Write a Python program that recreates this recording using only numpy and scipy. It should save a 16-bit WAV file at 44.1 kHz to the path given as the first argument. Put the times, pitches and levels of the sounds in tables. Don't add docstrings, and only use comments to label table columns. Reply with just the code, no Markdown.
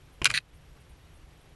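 import sys
import numpy as np
from scipy import signal
from scipy.io import wavfile
from scipy.ndimage import uniform_filter1d

SR = 44100
rng = np.random.default_rng(int(sys.argv[2]) if len(sys.argv) > 2 else 0)


def to_wav(s):
    ch = np.atleast_2d(s).T
    pcm = np.round(np.clip(ch, -1, 1) * 32767)
    wavfile.write(sys.argv[1], SR, pcm.astype(np.int16))


def gain_from_db(level_db):
    decades = np.asarray(level_db, float) / 20
    return 10 ** decades


N = 68355

# start in seconds, level in dB, chatter decay in seconds per 20 dB,
# brightness in dB per octave.
CLAW_TAPS = [(.2168, -22, .005, -5), (.2205, -21, .002, -5), (.2335, -33, .004, -7), (.2447, -3, .002, 2),
             (.2551, 4.2, .0012, 0), (.2565, -1, .002, -3), (.2607, -2, .0025, 0), (.2633, -2, .0025, -5),
             (.2668, -6, .004, -4), (.2700, -11, .003, -3), (.2740, -16, .004, -4), (.3002, -17, .004, 3),
             (.3028, -10, .003, -4), (.3125, -15, .003, 1), (.3392, -12, .002, -4), (.3466, -11, .002, -1),
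             (.3620, -17, .002, 0), (.3750, -8, .002, -3), (.3855, -17, .002, -4)]
# frequency in Hz, level when tapped in dB,
# level when dragged in dB, 60 dB decay time in seconds.
HOUSING_MODES = [(1150, -8, -22, .008), (1600, -3, -7, .007), (1950, -4, -4, .007), (2450, 2, -4, .009),
                 (2600, -12, -3, .018), (2800, -4, -10, .008), (3230, -4, -8, .007), (3750, -6, -7, .005),
                 (4200, -7, -3, .008), (4850, -6, -12, .005), (6000, -9, -15, .003), (7400, -6, -18, .004),
                 (8600, -13, -17, .003), (10100, -12, -19, .003)]
# time in seconds, level in dB.
RUB_PRESSURE = [(.215, -75), (.222, -56), (.243, -45), (.252, -47), (.258, -19), (.272, -26), (.281, -45),
                (.306, -32), (.334, -44)]
# time in seconds, level in dB.
DRAG_PRESSURE = [(.322, -56), (.337, -42), (.3395, -24), (.358, -23), (.373, -24), (.381, -27), (.387, -29),
                 (.390, -47), (.418, -68)]
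# start in seconds, level in dB, frequency in Hz, decay in seconds.
PAD_PUSHES = [
    (.217, -23, 65, .009),
    (.2172, -25, 350, .005),
    (.2173, -24, 1040, .004),
    (.2185, -34, 560, .003),
    (.226, -31, 140, .02),
    (.272, -31, 130, .03),
    (.298, -32, 50, .02),
    (.31, -34, 110, .03),
    (.345, -36, 140, .03),
]
# time in seconds, level in dB.
FUR_PRESSURE = [(.214, -66), (.219, -39), (.235, -48), (.265, -38), (.288, -49), (.305, -42), (.335, -48),
                (.385, -49), (.41, -66)]
# frequency in Hz, level in dB per Hz.
FUR_COLOUR = [(120, -4), (250, 0), (600, -2), (950, -5), (1400, -30)]
# start in seconds, length in seconds, level in dB.
WRITE_BUZZES = [
    (.12, .04, -73),
    (.542, .038, -72),
    (.802, .028, -71.5),
    (.892, .034, -71),
    (1.14, .038, -71.5),
    (1.40, .035, -73),
]
# centre in Hz, width in Hz, level in dB.
BUZZ_BANDS = [(8650, 300, -2), (10050, 500, 0), (10550, 300, -8), (12400, 300, -5)]
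# frequency in Hz, level in dB per Hz.
HISS_COLOUR = [(170, -12), (230, -1), (400, -4), (1000, -9), (3100, -13), (5000, -20), (8000, -24),
               (12500, -25.5)]
# frequency in Hz, level in dB per Hz.
RUMBLE_COLOUR = [(12, -10), (30, -5), (52, 3), (75, -1), (98, -11), (125, -4), (155, -5), (185, -24)]

HISS_DB, RUMBLE_DB = -61, -54
CLAW_LOW_HZ = 880
SLIPS_PER_S, SLIP_SPREAD_DB = 10000, 1.9
TICK_DB, TICK_HZ, TICK_DECAY_PER_S = -25, 9400, 9000
PIP_HZ, PIP_DB, PIP_HALF_DB = 11320, -74, -2.5
PIP_FIRST_S, PIP_LENGTH_S, PIP_EVERY_S = .009, .013, .04
DUCK_FROM_DB, DUCK_SHARE, RECOVER_DB_PER_S = -52, .16, 22
HOLES_FROM_HZ, HOLE_SHARE, HOLE_UNDER_DB = 11450, .35, -45
EDGE_HZ = 12550


def evened(x):
    return x / np.sqrt(np.mean(x ** 2) + 1e-20)


def curve(points):
    s, db = np.transpose(points)
    return gain_from_db(np.interp(np.arange(N) / SR, s, db, -120, -120))


def add(mix, s, sound):
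    part = mix[round(s * SR):][:len(sound)]
    part += sound[:len(part)]


def housing_ring(level_db, tilt_db):
    t = np.arange(2000) / SR
    ring = np.zeros(len(t))
    for k, ((hz, _, _, t60), db) in enumerate(zip(HOUSING_MODES, level_db)):
        decay = gain_from_db(db - 60 * t / t60) / np.sqrt(t60)
        ring += (-1) ** k * decay * np.sin(2 * np.pi * hz * t)
    tick = np.exp(-t * TICK_DECAY_PER_S) * np.cos(2 * np.pi * TICK_HZ * t)
    return ring / np.linalg.norm(ring) - gain_from_db(TICK_DB + tilt_db) * tick


def slips():
    spread_db = SLIP_SPREAD_DB * np.minimum(rng.exponential(1, N), 4)
    size = gain_from_db(spread_db) * rng.standard_normal(N)
    return evened(size * (rng.random(N) < SLIPS_PER_S / SR))


def claws():
    hz, tap_db, drag_db, _ = np.transpose(HOUSING_MODES)
    octaves = np.log2(hz / 2500)
    drag_start_s = DRAG_PRESSURE[1][0]
    out, t = np.zeros(N), np.arange(600) / SR
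    for s, db, decay, tilt_db in CLAW_TAPS:
        chatter = rng.standard_normal(len(t)) * gain_from_db(-20 * t / decay)
        modes_db = drag_db if s > drag_start_s else tap_db
        tap = np.convolve(chatter, housing_ring(modes_db + tilt_db * octaves, tilt_db))
        add(out, s, gain_from_db(db) * tap / abs(tap).max())
    out += signal.oaconvolve(slips() * curve(RUB_PRESSURE), housing_ring(tap_db, 0))[:N]
    out += signal.oaconvolve(slips() * curve(DRAG_PRESSURE), housing_ring(drag_db, 0))[:N]
    return signal.sosfilt(signal.butter(4, CLAW_LOW_HZ, "high", fs=SR, output="sos"), out)


def pad():
    out, t = np.zeros(N), np.arange(6000) / SR
    for s, db, hz, decay in PAD_PUSHES:
        add(out, s, -gain_from_db(db) * np.exp(-t / decay) * np.sin(2 * np.pi * hz * t))
    return out


def noise(colour, size, patchy_db, swell_db):
    frames, hz = 4 * N // size + 5, np.fft.rfftfreq(size, 1 / SR)
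    a, b, patches = rng.standard_normal((frames, len(hz), 3)).T
    swell = evened(uniform_filter1d(rng.standard_normal(frames), size=6))
    patches = uniform_filter1d(patches, size=8, axis=0)
    patches = evened(uniform_filter1d(patches, size=8, axis=1))
    f, db = np.transpose(colour)
    colour_db = np.interp(np.log(hz + 1), np.log(f + 1), db, -80, -80)[:, None]
    spectra = (a + 1j * b) * gain_from_db(colour_db + patchy_db * patches + swell_db * swell)
    return evened(signal.istft(spectra, nperseg=size, noverlap=3 * size // 4)[1][:N])


def fur():
    return curve(FUR_PRESSURE) * noise(FUR_COLOUR, size=512, patchy_db=2.5, swell_db=1.5)


def resonate(x, hz, width):
    r = np.exp(-np.pi * width / SR)
    return 2 * signal.lfilter([1 - r], [1, -r * np.exp(2j * np.pi * hz / SR)], x).real


def pips():
    t = np.arange(N) / SR
    sounding = (t - PIP_FIRST_S) % PIP_EVERY_S < PIP_LENGTH_S
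    gate = uniform_filter1d(1. * sounding, size=130)
    phase = np.pi * PIP_HZ * t + .02 * np.cumsum(rng.standard_normal(N))
    return gain_from_db(PIP_DB) * gate * (np.sin(2 * phase) + gain_from_db(PIP_HALF_DB) * np.sin(phase))


def buzzes():
    t, grit = np.arange(N) / SR, rng.standard_normal(N)
    buzz, gate = np.zeros(N), np.zeros(N)
    for hz, width, db in BUZZ_BANDS:
        band = resonate(resonate(grit, hz, width), hz, width)
        buzz += gain_from_db(db) * evened(band)
    for s, length, db in WRITE_BUZZES:
        gate += gain_from_db(db) * (abs(t - s - length / 2) < length / 2)
    return evened(buzz) * uniform_filter1d(gate, size=200)


def air():
    hiss = gain_from_db(HISS_DB) * noise(HISS_COLOUR, size=512, patchy_db=.8, swell_db=.4)
    rumble = gain_from_db(RUMBLE_DB) * noise(RUMBLE_COLOUR, size=2048, patchy_db=1.5, swell_db=.6)
    return hiss + rumble


def scene():
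    return (claws() + pad() + fur() + pips() + buzzes() + air())[None]


def duck(dry):
    power = uniform_filter1d(dry[0] ** 2, size=800, origin=399)
    power_db = 10 * np.log10(abs(power) + 1e-12)
    fall = np.arange(N) * RECOVER_DB_PER_S / SR
    wanted_db = DUCK_SHARE * np.maximum(power_db - DUCK_FROM_DB, 0)
    over_db = np.maximum.accumulate(wanted_db + fall) - fall
    return dry / gain_from_db(uniform_filter1d(np.maximum(over_db, 0), size=400))


def drop_top(x):
    hz, _, z = signal.stft(x, SR, nperseg=2048)
    luck = rng.random((129, z.shape[2] // 2 + 1))
    luck = np.repeat(np.repeat(luck, repeats=8, axis=0), repeats=2, axis=1)[:len(hz), :z.shape[2]]
    hz = hz[:, None]
    climb = np.clip((hz - HOLES_FROM_HZ) / (EDGE_HZ - HOLES_FROM_HZ) + .5, 0, 2)
    odds = HOLE_SHARE * climb * (hz > HOLES_FROM_HZ)
    quiet = np.linalg.norm(z[0], axis=0) < gain_from_db(HOLE_UNDER_DB)
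    z = z * np.where((luck < odds) & quiet, .03, 1)
    return signal.istft(z, SR, nperseg=2048)[1][:, :N]


def top_cut(x):
    return signal.sosfilt(signal.butter(12, 13380, fs=SR, output="sos"), x)


def record(dry):
    x = drop_top(duck(dry))
    low_pass = signal.firwin(301, EDGE_HZ, window=("kaiser", 7), fs=SR)
    x = signal.oaconvolve(x, low_pass[None], "same")
    return top_cut(x)


dry = scene()
out = record(dry)
to_wav(out)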